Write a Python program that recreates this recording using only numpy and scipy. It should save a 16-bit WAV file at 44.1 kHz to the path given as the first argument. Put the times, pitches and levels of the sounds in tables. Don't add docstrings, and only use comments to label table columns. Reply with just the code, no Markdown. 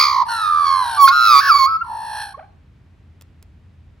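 import sys
import numpy as np
from scipy import signal
from scipy.fft import rfft, irfft
from scipy.io import wavfile
from scipy.ndimage import uniform_filter1d

SR = 44100
rng = np.random.default_rng(int(sys.argv[2]) if len(sys.argv) > 2 else 0)


def store_pcm(level_fs):
    pcm = np.round(np.clip(level_fs, -1, 1) * 32767).astype(np.int16)
    wavfile.write(sys.argv[1], SR, np.atleast_2d(pcm).T)


N = 176400
T = np.arange(N) / SR
HZ = np.maximum(np.arange(N + 1) * SR / (2 * N), 1)
SIDES = np.array([[1], [-1]])

# frequency in Hz, level in dB.
NEAR_COLOUR = [(1700, -10.5), (2350, -10.5), (2800, -23), (3200, -13.5), (4600, -17), (5400, -17.5),
               (6800, -24), (7700, -56.5), (11000, -12), (12000, -18), (13200, -70), (15300, -11.5)]


def opening():
    # time in seconds, pitch in Hz, trills per second, tone level in dB, overtone level in dB.
    opening_path = [(0, 1133, 76, -14.5, -11.5), (0.11, 1084, 63.5, -19.5, -26),
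                    (0.165, 1021, 53, -17, -32), (0.23, 998, 59, -13.5, -37)]
    hz, per_s, tone_db, overtone_db = in_time(opening_path)
    voice = trill(hz, per_s, swing=0.08, throb=0.45, jitter=0.018, uneven=0.008)
    overtones = amp(overtone_db) * open_beak(voice, breath=0.51)
    return gate(opening_path) * (tone(voice, tone_db) + overtones)


def slide():
    # time in seconds, pitch in Hz, trills per second, tone level in dB, overtone level in dB.
    slide_path = [(0.29, 1432, 95, -29, -34.5), (0.45, 1256, 98, -20, -34.5), (0.52, 1202, 86, -16.5, -44),
                  (0.635, 1163, 85, -16, -41), (0.67, 1112, 82, -17, -28.5), (0.815, 1026, 98, -15.5, -36),
                  (0.84, 977, 131, -23, -36.5), (1.05, 824, 87, -32.5, -46.5)]
    hz, per_s, tone_db, overtone_db = in_time(slide_path)
    voice = trill(hz, per_s, swing=0.024, throb=0.53, jitter=0.013, uneven=0.06)
    overtones = amp(overtone_db) * open_beak(voice, breath=0.35)
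    return gate(slide_path) * (tone(voice, tone_db) + overtones)


def carol():
    # time in seconds, upper voice in Hz before the yodel is added, lower voice in Hz,
    # upper level in dB, lower level in dB, overtone level in dB.
    carol_path = [(0.975, 1400, 1165, -82, -20.5, -45.5), (1.0, 1400, 1145, -80.5, -8.5, -29.5),
                  (1.045, 1400, 1095, -78.5, -3.5, -29), (1.07, 1150, 1085, -52.5, -16.5, -25),
                  (1.079, 1400, 1075, -3, -17, -18.5), (1.09, 1420, 1070, -40, -8.5, -16),
                  (1.111, 1415, 1100, -17.5, -15.5, -35), (1.135, 1420, 1265, -16.5, -20, -29),
                  (1.26, 1370, 1275, -14.5, -17, -22), (1.36, 1265, 1125, -13.5, -7, -19),
                  (1.395, 1250, 1118, -19.5, -10, -15.5), (1.415, 1620, 1112, -23, -23.5, -30.5),
                  (1.485, 1620, 1115, -17.5, -18, -25), (1.503, 1430, 1120, -6, -31.5, -24.5),
                  (1.525, 1250, 1125, -12, -16.5, -20.5), (1.655, 1185, 1092, -16, -17.5, -22.5),
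                  (1.685, 1410, 1100, -20.5, -26.5, -45.5), (1.768, 1390, 1135, -17.5, -36, -48.5)]
    yodel_start_s, yodel_end_s, yodel_per_s, yodel_hz = 1.415, 1.49, 62, 120.53
    beat_pull_hz = 35
    voice_evening = 0.36
    shrill_s, shrill_half_s, shrill_db = 1.04, 0.026, -23

    upper_hz, lower_hz, upper_db, lower_db, overtone_db = in_time(carol_path)
    yodelling = (T > yodel_start_s) * (T < yodel_end_s)
    upper_hz = upper_hz + yodel_hz * np.sin(turn(yodel_per_s * yodelling))
    upper, lower = (spin(hz + hz * 0.0055 * drift(200)) for hz in (upper_hz, lower_hz))

    a, b = amp(upper_db), amp(lower_db)
    pull_hz = beat_pull_hz * 2 * a * b / (a * a + b * b) * (upper / lower).imag
    duet = (a * upper + b * lower) * spin(pull_hz)

    a, b = a ** voice_evening, b ** voice_evening
    membranes = (a * upper + b * lower) / np.hypot(a, b)
    overtones = amp(overtone_db) * open_beak(membranes, breath=0.89)
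    high_harmonics = sum(lower ** k for k in range(5, 15)).real
    shrill = evened(coloured(high_harmonics, NEAR_COLOUR))
    overtones = overtones + amp(shrill_db) * bell(shrill_s, shrill_half_s) * shrill
    return gate(carol_path) * (tone(duet, 0) + overtones)


def open_beak(swing, breath):
    # time in seconds, ring frequency in Hz, odd overtones against even in dB.
    beak_path = [(0.2, 4700, -7.5), (0.3, 4100, 0), (0.46, 3863, -2), (0.66, 4480, 1), (0.9, 3963, -3.5),
                 (1.08, 4365, -4), (1.2, 4250, -2.5), (1.37, 4470, -4), (1.53, 4614, -14)]
    ring_db, ring_half_width_hz = 20.5, 180
    ring_hz, odd_db = in_time(beak_path)
    overtones = coloured(claps(swing, breath, odd_db), NEAR_COLOUR)
    centre = spin(ring_hz)
    low_pass = signal.butter(1, ring_half_width_hz, fs=SR)
    ring = signal.lfilter(*low_pass, overtones / centre) * centre
    return evened(overtones + amp(ring_db) * ring.real)


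def pips():
    # centre in seconds, half length in seconds, pitch in Hz, level in dB.
    pip_notes = [(1.82, 0.0081, 1374, -17.5), (2.349, 0.0059, 1103, -30.5)]
    total = 0
    for s, half_s, hz, db in pip_notes:
        note = reedy(spin(np.full(N, hz)), richness=0.036)
        total = total + bell(s, half_s) * tone(note, db)
    return total


def growls():
    # time in seconds, pitch in Hz, tone level in dB, overtone level in dB.
    growl_paths = [
        [(0.26, 902, -32.5, -48), (0.32, 922.4, -24, -31.5), (0.56, 815.4, -59, -40.5),
         (0.98, 750.4, -36.5, -27.5)],
        [(1.84, 962, -40.5, -60.5), (1.91, 884, -27.5, -48.5), (2.22, 842, -32, -30), (2.33, 777.5, -45.5, -46)],
    ]
    # frequency in Hz, level in dB.
    growl_colour = [(1750, -1.5), (2150, -28.5), (2550, -15.5), (3400, -14), (3750, -23.5), (4250, -1.5),
                    (4800, -30), (5600, -12), (6900, -53), (8100, -10), (9700, -1.5), (12500, -17),
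                    (13800, -72)]
    total = 0
    for path in growl_paths:
        hz, tone_db, overtone_db = in_time(path)
        voice = flutter(hz, jitter=0.029, uneven=0.084)
        buzz = evened(coloured(claps(voice, breath=1.0, odd_db=-0.5), growl_colour))
        total = total + gate(path) * (tone(voice, tone_db) + amp(overtone_db) * buzz)
    return total


def grunt():
    # time in seconds, pitch in Hz, level in dB.
    grunt_path = [(2.375, 478.8, -43), (2.397, 763, -37.5), (2.412, 590, -43), (2.432, 760.5, -45),
                  (2.5, 763, -66)]
    hz, db = in_time(grunt_path)
    voice = flutter(hz, jitter=0.03, uneven=0.061)
    return gate(grunt_path) * tone(reedy(voice, richness=0.33), db)


def flutter(hz, jitter, uneven):
    return trill(hz, 59, swing=0.057, throb=0.44, jitter=jitter, uneven=uneven)


def trill(hz, per_s, swing, throb, jitter, uneven):
    beat = turn(per_s + per_s * uneven * drift(44))
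    wave = np.cos(beat) - 0.55 * np.sin(2 * beat)
    strength = 1 + throb * np.cos(beat)
    return strength * spin(hz + hz * (swing * wave + jitter * drift(300)))


def claps(swing, breath, odd_db):
    hiss_from_hz, clap_power = 2100, 0.66
    angle = np.angle(swing)
    even = sum(np.cos(k * angle) for k in (2, 4, 6))
    odd = sum(np.cos(k * angle) for k in (3, 5, 7))
    high_pass = dull(hiss_from_hz) * HZ / hiss_from_hz
    hiss = filtered(rng.standard_normal(N), high_pass)
    return np.abs(swing) ** clap_power * (even + amp(odd_db) * odd + breath * hiss)


def coloured(x, colour):
    db, = at_hz(colour)
    return filtered(x, amp(db) * (HZ > 550))


def reedy(swing, richness):
    return swing / (1 - richness * np.exp(1j * np.angle(swing)))


def tone(swing, db):
    return np.sqrt(2) * amp(db) * swing.real


def taps():
    # start in seconds, level in dB.
    tap_hits = [(3.2116, -42.5), (3.2205, -42), (3.4265, -42.5)]
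    dull_hz, decay_s = 8200, 0.0023
    level = sum(amp(db) * (T >= s) * np.exp(-np.abs(T - s) / decay_s) for s, db in tap_hits)
    scratch = unit(filtered(rng.standard_normal(N), dull(dull_hz)))
    return scratch * level


def placed(x):
    # frequency in Hz, left against right in dB, left lead in radians.
    place_by_hz = [(920, -0.0, 0.56), (1080, -6.5, 0.01), (1250, -3.9, 1.2), (1420, 0.5, 0.47),
                   (4400, -2.1, 0.88)]
    balance_db, lead = at_hz(place_by_hz)
    ears = (amp(balance_db) * np.exp(1j * lead)) ** (SIDES / 2)
    return filtered(x, ears / np.abs(ears.mean(axis=0)))


def yard(x):
    t60_s, level_db, dull_hz = 0.5, -11, 3020
    tails = [rng.standard_normal(N) * amp(-60 * T / t60_s) * (T > .005) for _ in SIDES]
    echoes = np.array([signal.fftconvolve(x, tail / np.linalg.norm(tail))[:N] for tail in tails])
    return amp(level_db) * filtered(echoes, dull(dull_hz))


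def background():
    # frequency in Hz, relative level in dB per Hz.
    air_colour = [(92, -10), (200, -21), (516, -37), (2480, -44), (16000, -74)]
    # time in seconds, level in dB.
    hum_path = [(2.9, -56), (3.05, -50)]
    air_level_db, hum_hz = -49.5, 85
    (air_db,), (hum_db,) = at_hz(air_colour), in_time(hum_path)
    colour = amp(air_db) / np.hypot(1, (46 / HZ) ** 5)
    side_colour = colour * .5 * HZ / np.hypot(HZ, 300)
    mid = filtered(rng.standard_normal(N), colour)
    side = filtered(rng.standard_normal(N), side_colour)
    traffic = amp(air_level_db) * (mid + side * SIDES) / mid.std()
    engine = tone(spin(hum_hz + 3 * drift(8.8)), hum_db)
    return traffic + engine


def amp(db):
    return 10 ** (np.asarray(db) / 20)


def unit(x):
    return x / np.sqrt(np.mean(x ** 2) + 1e-20)


def evened(x):
    return x / np.sqrt(np.abs(uniform_filter1d(x * x, size=700)) + 1e-12)


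def in_time(rows):
    s, *columns = np.transpose(rows)
    return [np.interp(T, s, c) for c in columns]


def at_hz(rows):
    hz, *columns = np.transpose(rows)
    return [np.interp(np.log(HZ), np.log(hz), c) for c in columns]


def gate(rows):
    s, *_ = np.transpose(rows)
    return np.clip(1 + np.minimum(T - s.min(), s.max() - T) / .008, 0, 1)


def bell(s, half_s):
    return np.exp(-np.square((T - s) / half_s))


def filtered(x, response):
    return irfft(rfft(x, 2 * N) * response)[..., :N]


def dull(hz):
    return hz / np.hypot(hz, HZ)


def drift(rate_hz):
    return unit(filtered(rng.standard_normal(N), np.square(dull(rate_hz))))


def turn(hz):
    return 2 * np.pi * np.cumsum(hz) / SR


def spin(hz):
    return np.exp(1j * turn(hz))


def scene():
    near_bird = opening() + slide() + carol()
    second_bird = growls() + grunt()
    foreground = near_bird + second_bird + pips() + taps()
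    return placed(foreground) + yard(foreground) + background()


def record(dry):
    cutoff_hz = 15900
    return filtered(np.clip(dry, -1, 1), 1 / (1 + (HZ / cutoff_hz) ** 120))


dry = scene()
out = record(dry)
store_pcm(out)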